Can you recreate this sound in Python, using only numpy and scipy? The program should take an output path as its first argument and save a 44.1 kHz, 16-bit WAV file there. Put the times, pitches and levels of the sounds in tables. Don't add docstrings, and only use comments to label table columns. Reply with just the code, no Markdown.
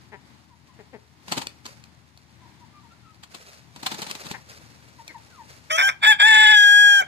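import sys
import numpy as np
from scipy import signal
from scipy.fft import rfft, irfft, next_fast_len
from scipy.io import wavfile
from scipy.ndimage import uniform_filter1d, minimum_filter1d, map_coordinates

SR = 44100
rng = np.random.default_rng(int(sys.argv[2]) if len(sys.argv) > 2 else 0)


def store_pcm(level_fs):
    pcm = np.round(np.clip(level_fs, -1, 1) * 32767).astype(np.int16)
    wavfile.write(sys.argv[1], SR, np.atleast_2d(pcm).T)


N = 311787


def amp(db):
    return 10 ** (np.asarray(db) / 20)


def unit(x):
    return x / np.sqrt(np.mean(x ** 2) + 1e-20)


def along(points, hz):
    freqs, values = np.transpose(points)
    return np.interp(np.log(hz + 1), np.log(freqs + 1), values)


def clock():
    return np.arange(N) / SR


def wobble(rate_hz):
    return map_coordinates(rng.standard_normal(int(N * rate_hz / SR) + 4), [clock() * rate_hz])


def filtered(x, response):
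    size = next_fast_len(N + SR // 2)
    return irfft(rfft(x, size) * response(np.fft.rfftfreq(size, 1 / SR)), size)[..., :N]


def coloured(x, spectrum):
    return unit(filtered(x, lambda hz: amp(along(spectrum, hz))))


def noise(spectrum):
    return coloured(rng.standard_normal(N), spectrum)


def placed(x, lag_ms, pan):
    def left_right(hz):
        ratio = amp(along(pan, hz))
        half_lag = np.exp(-1j * np.pi * hz * lag_ms / 1000)
        return np.array([ratio * half_lag, 1 / half_lag]) * np.sqrt(2 / (1 + ratio ** 2))
    return filtered(x, left_right)


def held(start_s, end_s, rise_s, t60_s):
    t = clock()
    attack, release = (t - start_s) / rise_s, -np.log(1000) * (t - end_s) / t60_s
    return np.exp(np.clip(np.minimum(attack, release), -np.log(1e12), 0))


def burst(peak_s, rise_s, t60_s):
    return held(peak_s, peak_s, rise_s, t60_s)


def arch(progress):
    return np.abs(np.sin(np.pi * np.clip(progress, 0, 1))) ** 1.5


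# freq_hz, gain_db
AIR_EQ = [(15, -39), (25, -41), (47, -41), (51, -9), (65, -14.5), (120, -0.5), (322, -10), (493, -25),
          (886, -13), (1360, -20.5), (1920, -19), (2130, -19), (2570, -23.5), (4260, -24), (14500, -49)]
# freq_hz, correlation
AIR_CORRELATION = [(30, .4), (100, 0.99), (300, 0.65), (1000, 0.038), (5000, 0.028)]
# pitch_hz, level_db
ENGINE_TONES = [(79, -61), (118, -63.5)]
# freq_hz, left_minus_right_db
BED_PAN = [(60, 10), (180, 17), (550, 2), (1650, -0.5), (4960, 7), (15000, -57)]


def air_and_engine():
    def width(hz):
        return np.arccos(np.clip(along(AIR_CORRELATION, hz), -1, 1)) / 2

    def balance(hz):
        left_db = along(BED_PAN, hz)
        return 2 / (1 + amp([-left_db, left_db]))

    mid = filtered(noise(AIR_EQ), lambda hz: np.cos(width(hz)))
    side = filtered(noise(AIR_EQ), lambda hz: np.sin(width(hz)))
    air = amp(-55.5 + 1.7 * wobble(6.5)) * np.array([mid + side, mid - side])
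    engine = sum(amp(db + 0.61 * wobble(2.7)) * np.sin(2 * np.pi * hz * clock() + 0.62 * wobble(1.85))
                 for hz, db in ENGINE_TONES)
    return filtered(air + engine, balance)


# centre_hz, width_hz
CHEST, MOUTH, BEAK = (393, 210), (907, 240), (1840, 660)
# start_s, length_s, pitch_hz, level_db, chest_db, beak_db
CLUCK_CUES = [(0.118, 0.046, 204.6, -42.5, 1, -1), (0.784, 0.037, 231.5, -47, 15, 3.5),
              (0.927, 0.046, 218.8, -42.5, 17, 4.5), (4.334, 0.0367, 262.4, -38, -12, 0.5),
              (5.087, 0.043, 289.6, -49, 12.5, 13)]


def clucks():
    def ring(hz, centre_hz, width_hz):
        return 1j * hz * width_hz / (centre_hz ** 2 - hz ** 2 + 1j * hz * width_hz)

    out, waver = np.zeros(N), 1 + 0.071 * wobble(200)
    for start_s, length_s, pitch_hz, level_db, chest_db, beak_db in CLUCK_CUES:
        def tract(hz):
            chest = amp(chest_db) * ring(hz, *CHEST) / (1 + 1j * hz / 600)
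            return chest - ring(hz, *MOUTH) ** 2 + amp(beak_db - 0.5) * ring(hz, *BEAK) ** 2

        progress = np.clip((clock() - start_s) / length_s, 0, 1)
        sag = 1 + .3 * (.5 - progress)
        cycles = np.cumsum(pitch_hz * waver * sag) / SR
        pulses = np.diff(np.floor(cycles), prepend=0) * amp(2.5 * wobble(250))
        breath = .007 * rng.standard_normal(N)
        call = filtered(np.sqrt(arch(progress)) * (pulses + breath), tract)
        out += amp(level_db) * unit(call) * np.sqrt(length_s * SR / N)
    return placed(out, lag_ms=0.14, pan=[(1000, 9.9)])


# start_s, length_s, first_hz, last_hz, relative_db
WHINE_CUES = [(.485, 0.076, 1150, 903, -59), (.671, .059, 1222, 955, -60), (2.397, .1, 1100, 913, -57),
              (2.6, .064, 1050, 888, -53.5), (2.713, .12, 1218, 1176, -54.5),
              (2.823, 0.063, 1030, 905, -56.5), (2.901, 0.045, 1330, 1406, -56.5),
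              (3.021, 0.12, 1390, 1280, -56.5), (4.981, 0.043, 1040, 886, -45.5),
              (5.068, .06, 2700, 1980, -46.5), (5.138, 0.041, 1114, 864, -41),
              (5.286, 0.14, 1800, 1124, -56.5), (5.367, 0.078, 1170, 854, -45.5)]


def whines():
    out, waver = np.zeros(N), 1 + 0.018 * wobble(260)
    for start_s, length_s, first_hz, last_hz, relative_db in WHINE_CUES:
        progress = np.clip((clock() - start_s) / length_s, 0, 1)
        glide_hz = last_hz + (first_hz - last_hz) * (1 - progress) ** 1.9
        phase = 2 * np.pi * np.cumsum(waver * glide_hz) / SR
        tone = np.sin(phase) + amp(-15.5) * np.sin(2 * phase)
        out += amp(relative_db + 5.5) * arch(progress) * tone
    return placed(out, lag_ms=0.073, pan=[(1000, 6.5)])


# freq_hz, gain_db
FEATHER_EQ = [(180, -15), (300, -4.5), (402, -19), (465, -19.5), (807, 5.5), (1130, 1.5), (1570, -4.5),
              (4580, 0.5), (5050, -9), (7450, -7), (11400, -19.5), (13400, -22), (14500, -10)]
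THUMP_EQ = [(35, -52), (70, -16), (120, -6.5), (190, 2.5), (300, -1.5), (600, -16.5), (2000, -56)]
# peak_s, slap_db,
# thump_db, rise_s
WING_CUES = [(1.282, -36.5, -35, 0.0009), (1.323, -21.5, -25, 0.0038), (1.38, -24.5, -25, 0.0069),
             (1.419, -31.5, -45, 0.0033), (1.656, -33.5, -41, 0.0012), (3.236, -41, -65, 0.0033),
             (3.349, -37, -39.5, 0.0048), (3.762, -41, -39, 0.001), (3.832, -34, -40, 0.0026),
             (3.864, -19.5, -40, 0.0016), (3.92, -28, -35.5, 0.0047), (3.946, -35, -37.5, 0.0062),
             (3.99, -40, -36, .003), (4.027, -30.5, -36.5, 0.0068), (4.068, -34, -43, 0.0011),
             (4.104, -35.5, -42, 0.011), (4.152, -34.5, -40.5, 0.0014), (4.269, -39.5, -38.5, 0.018),
             (4.313, -29.5, -30, 0.0013)]


def wings():
    def quills():
        return coloured(rng.standard_normal(N) * amp(4 * wobble(1500)), FEATHER_EQ)

    slap = np.sqrt(sum((amp(db) * burst(peak_s, rise_s, t60_s=0.051)) ** 2
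                       for peak_s, db, _, rise_s in WING_CUES))
    push = sum(amp(db) * burst(peak_s, rise_s, t60_s=0.056) for peak_s, _, db, rise_s in WING_CUES)
    thump = filtered(push * noise(THUMP_EQ), lambda hz: hz ** 2 / np.hypot(hz ** 2, 70 ** 2))
    pan = [(200, 15), (1500, 1.9), (4000, 14), (10000, 2)]
    direct = placed(slap * quills() + thump, lag_ms=0.25, pan=pan)
    wide = amp(1) * slap * np.array([quills(), quills()])
    return direct + wide


# freq_hz, gain_db
STRAW_EQ = [(240, -39), (400, 1), (582, 2.5), (970, -4.5), (1290, 0.5), (2740, -1.5), (3040, -7.5),
            (4560, -1), (7600, -8), (14500, -18)]
# start_s, end_s, relative_db
SCUFFLE_CUES = [(1.293, 1.402, -44.5), (1.67, 1.687, -49.5), (3.32, 3.558, -53.5), (3.77, 3.84, -54.5),
                (3.853, 4.313, -45), (4.499, 4.519, -49), (4.532, 5.706, -58.5), (5.493, 5.495, -50)]


def scuffle():
    def grains():
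        return coloured(rng.standard_normal(N) * amp(4.2 * wobble(1800) + 2.85 * wobble(55)), STRAW_EQ)

    tread_power = amp(-66.5) ** 2
    bout_power = sum((amp(db) * held(start_s, end_s, rise_s=0.021, t60_s=0.48)) ** 2
                     for start_s, end_s, db in SCUFFLE_CUES)
    direct = placed(grains(), lag_ms=0.285, pan=[(3000, 0.89)])
    wide = 0.83 * np.array([grains(), grains()])
    return np.sqrt(tread_power + bout_power) * (direct + wide)


# freq_hz, gain_db
CLAW_EQ = [(240, -47), (400, -5), (823, -12.5), (2150, -8.5), (2500, 1.5), (2910, -8), (4490, -1.5),
           (5300, -5.5), (14500, -22)]
# start_s, relative_db
CLAW_CUES = [(1.4688, -13), (1.6623, -18.5), (1.8383, -31), (2.1742, -34), (4.0178, -13.5), (4.111, -9.5),
             (5.0782, -19.5)]


def claws():
    strikes = sum(amp(db - 9) * burst(start_s + 0.0013, rise_s=0.00039, t60_s=0.014)
                  for start_s, db in CLAW_CUES)
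    return placed(strikes * noise(CLAW_EQ), lag_ms=0.239, pan=[(3000, 2.4)])


ATTACK_S, RELEASE_T60_S, ONSET_S = .014, .085, .0045
CLEARS_AT_S, EASE_DB = 6.54, -4.5
TIRES_AT_S, TIRING_DB_PER_S = 6.936, 26
CHOKED_SHARE = .42
# start_s, end_s, drive_db, catch_s, catch_db, croak_db
BREATH_PUSHES = [(5.708, 5.762, -13, .006, -22.5, -38), (5.784, 5.88, -13, 0.036, -14, -17.5),
                 (6.036, 6.116, -5, .025, -12, -23), (6.203, 7.006, -5.5, .022, -17, -26)]
# start_s, end_s, half_pitch_db, quarter_pitch_db, half_pitch_t60_s
GROWLS = [(6.052, 6.072, -15, -15, .08), (6.278, 6.541, -16.5, -20, 0.5)]


def crow_effort():
    tense = held(BREATH_PUSHES[0][0], CLEARS_AT_S, ATTACK_S, t60_s=0.19)
    tone, rasp = 0, 0
    for start_s, end_s, drive_db, catch_s, catch_db, croak_db in BREATH_PUSHES:
        settled_s = start_s + catch_s
        freed = held(settled_s + ATTACK_S, end_s + 1, ATTACK_S, RELEASE_T60_S)
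        openness = CHOKED_SHARE + (1 - CHOKED_SHARE) * freed
        tone += amp(drive_db) * held(start_s, end_s, ONSET_S, RELEASE_T60_S) * openness
        catch = amp(catch_db) * held(start_s, settled_s, ONSET_S, t60_s=.035)
        croak = amp(croak_db) * held(end_s + .006, end_s + .012, ONSET_S, t60_s=.09)
        rasp += catch + croak
    half = quarter = amp(-63) + amp(-33) * tense
    for start_s, end_s, half_db, quarter_db, half_t60_s in GROWLS:
        half = half + amp(half_db) * held(start_s, end_s, rise_s=.022, t60_s=half_t60_s)
        quarter = quarter + amp(quarter_db) * held(start_s, end_s, rise_s=.022, t60_s=.05)
    slack_db = EASE_DB * (1 - tense) - TIRING_DB_PER_S * np.maximum(clock() - TIRES_AT_S, 0)
    drive = tone * amp(slack_db) / (1 + 1.5 * half)
    rasp += drive * (amp(-49) + amp(-32.5) * tense)
    return drive, rasp, half, quarter


def partials(phase, pitch_hz, multiples, spectrum, flutter):
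    t = np.arange(len(phase)) / SR

    def wander(rate_hz):
        return map_coordinates(rng.standard_normal(int(t[-1] * rate_hz) + 4), [t * rate_hz], order=2)

    out = 0
    for k in multiples:
        depth = min(k / 9, 1) ** 2
        flicker_db = depth * (2.35 * wander(6.28) + 4.15 * flutter * wander(150))
        gain = amp(along(spectrum, k * pitch_hz) + flicker_db)
        jitter = depth * flutter * wander(260)
        out += gain * np.sqrt(2) * np.sin(k * phase + jitter + rng.uniform(0, 2 * np.pi))
    return out


# time_s, pitch_hz
FIRST_SYLLABLE = [(5.725, 626.6), (5.775, 668), (5.787, 757.5), (5.795, 775.8), (5.872, 799)]
SECOND_SYLLABLE = [(6.04, 859.6), (6.068, 848.4), (6.1, 875.8), (6.118, 857.5), (6.13, 832.4)]
LONG_NOTE = [(6.22, 819), (6.276, 888), (6.324, 867), (6.458, 859.5), (6.47, 842), (6.5, 867),
             (6.574, 829.5), (6.69, 818.1), (6.8, 827), (6.958, 808), (6.998, 791.3), (7.01, 773),
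             (7.02, 739.5)]
# freq_hz, gain_db
TONE_EQ = [(400, -13), (630, -16.5), (830, -19.5), (1300, -15.5), (1640, -1.5), (1760, -5), (1950, -24.5),
           (2550, -23.5), (3350, -7.5), (4150, -43), (5000, -26), (5800, -29), (6600, -26.5), (7500, -33.5),
           (10000, -42), (14000, -47.5)]
ROUGH_EQ = [(200, -62), (450, -23), (700, -9), (1100, -6.5), (1650, 1), (2000, -4.5), (2300, 6.5),
            (2800, -21), (3050, -23), (3200, -16.5), (3550, 5), (4200, -26.5), (4700, -17), (5500, -17.5),
            (6200, -32), (7300, -21), (14000, -50)]


def syrinx():
    drive, rasp_gain, half_gain, quarter_gain = crow_effort()
    strain = np.minimum(rasp_gain / drive, 1)
    pushing = np.max([held(start_s, end_s, ATTACK_S, RELEASE_T60_S)
                      for start_s, end_s, *_ in BREATH_PUSHES], axis=0)
    pitch_hz = np.interp(clock(), *np.transpose([*FIRST_SYLLABLE, *SECOND_SYLLABLE, *LONG_NOTE]))
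    pitch_hz *= 1 - .03 * (1 - pushing)
    jitter = (.00042 + .02 * strain) * wobble(350)
    drift = (.0005 + .0055 * np.sqrt(strain)) * wobble(70)
    pitch_hz *= 1 + jitter + drift
    beat = np.minimum(4 * half_gain, 1) * np.sin(2 * np.pi * 32 * clock() + 1.1 * wobble(16))
    pitch_hz *= 1 + .01 * beat

    sounding = clock() > BREATH_PUSHES[0][0] - 2 * ONSET_S
    pitch_hz = pitch_hz[sounding]
    phase = 2 * np.pi * np.cumsum(pitch_hz) / SR
    half = (half_gain * amp(5.8 * wobble(90)))[sounding]
    quarter = (quarter_gain * amp(4.05 * wobble(110)))[sounding]
    flutter = np.minimum(2 * half_gain + 4 * np.sqrt(strain), 1.7)[sounding]
    limping = phase + 0.41 * half * np.sin(phase / 2)
    limping += 0.53 * quarter * np.sin(phase / 4 + 1.2 * wobble(60)[sounding])
    k = np.arange(1, 19)
    half_lines = unit(partials(limping, pitch_hz, k - 1 / 2, ROUGH_EQ, flutter))
    quarter_lines = unit(partials(limping, pitch_hz, k / 2 - 1 / 4, ROUGH_EQ, flutter))
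    body = partials(limping, pitch_hz, k[:3], TONE_EQ, flutter)
    edge = partials(limping, pitch_hz, k[3:], TONE_EQ, flutter) * amp(2.8 * beat[sounding])
    voice, puffs = np.zeros((2, N))
    voice[sounding] = body + edge + 0.67 * half * half_lines + 0.53 * quarter * quarter_lines

    closures = np.diff(np.floor(phase / (2 * np.pi)), prepend=0) * rng.standard_normal(len(phase))
    breath = rng.standard_normal(len(phase)) * (1 + np.cos(phase)) ** 2
    puffs[sounding] = unit(closures) + 0.9 * unit(breath)
    rasp = coloured(puffs * amp(wobble(380)), ROUGH_EQ) * np.sqrt(sounding.mean())
    return drive * voice + rasp_gain * rasp


# freq_hz, gain_db, left_minus_right_db
OPENING_STRETCH = [(635, 1, 2.5), (1280, 1, 2), (1620, 0, 2), (2280, 1.5, 0), (3320, -4, 3.5),
                   (4020, -16.5, -2), (5500, 8.5, 1.5), (7440, -3.5, -20), (11700, 7.5, 1)]
STRAINED_STRETCH = [(470, -3.5, 8.5), (884, 3.5, -15), (1301, -0.5, -0.5), (1670, 0, 6.5), (2667, 3.5, -3),
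                    (2970, 5, -4.5), (3517, 1.5, 1), (4190, -6.5, 2), (4611, 7.5, -6), (5250, -5, -0.5),
                    (6290, -24, 11), (6960, 3.5, -16.5), (11600, -4.5, -3)]
HELD_STRETCH = [(820, -3.5, -3.5), (1690, 0.5, 4.5), (2430, -3.5, -8), (3280, 0, 3.5), (3830, -3.5, -10),
                (5606, 3, 2.5), (6640, 0.5, -11.5), (8400, 4, -21), (12000, 2, -4)]
CLOSING_STRETCH = [(400, 19.5, 4), (700, 8.5, 1.5), (1614, -1, 2), (2360, 0.5, -4.5), (3382, -18, 5),
                   (7015, 0, -9.5)]
CROSSFADE_CUES = [5.99, 6.56, 7.005]


def crow(crossfade_s=0.025):
    voice = syrinx()
    stretches = [OPENING_STRETCH, STRAINED_STRETCH, HELD_STRETCH, CLOSING_STRETCH]
    fades = [np.clip((clock() - centre_s) / crossfade_s + .5, 0, 1) for centre_s in CROSSFADE_CUES]
    out = np.zeros((2, N))
    for stretch, begun, ended in zip(stretches, [1] + fades, fades + [0]):
        freq_hz, gain_db, pan_db = np.transpose(stretch)
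        part = filtered(voice * (begun - ended), lambda hz: amp(along(np.c_[freq_hz, gain_db], hz)))
        out += placed(part, lag_ms=0.5045, pan=np.c_[freq_hz, pan_db])
    return out


# freq_hz, t60_s
YARD_DECAY = [(200, 0.39), (1600, 0.25), (4000, 0.21), (12000, 0.15)]


def yard_reverb(send):
    hz, t, spectra = signal.stft(rng.standard_normal((2, SR // 2)), SR, nperseg=256)
    decay = amp(-60 * t / along(YARD_DECAY, hz)[:, None])
    _, tail = signal.istft(spectra * decay, SR, nperseg=256)
    predelayed = np.pad(send, ((0, 0), (300, 0)))
    return signal.fftconvolve(predelayed, tail / np.linalg.norm(tail[0]), axes=1)[:, :N]


def scene():
    rooster, far_hens = crow(), whines()
    flock = clucks() + wings() + claws()
    reverb = yard_reverb(amp(-18) * rooster + amp(-13.5) * flock + amp(-13) * far_hens)
    return rooster + amp(-1) * far_hens + flock + reverb + scuffle() + air_and_engine()


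def record(dry):
    ceiling, low_cut_hz, high_cut_hz = .75, 45, 14500
    needed_gain = ceiling / np.maximum(np.abs(dry).max(axis=0), ceiling)
    limited = dry * uniform_filter1d(minimum_filter1d(needed_gain, size=400), size=400)
    return filtered(limited, lambda hz: (hz < high_cut_hz) * hz ** 2 / np.hypot(hz ** 2, low_cut_hz ** 2))


dry = scene()
out = record(dry)
store_pcm(out)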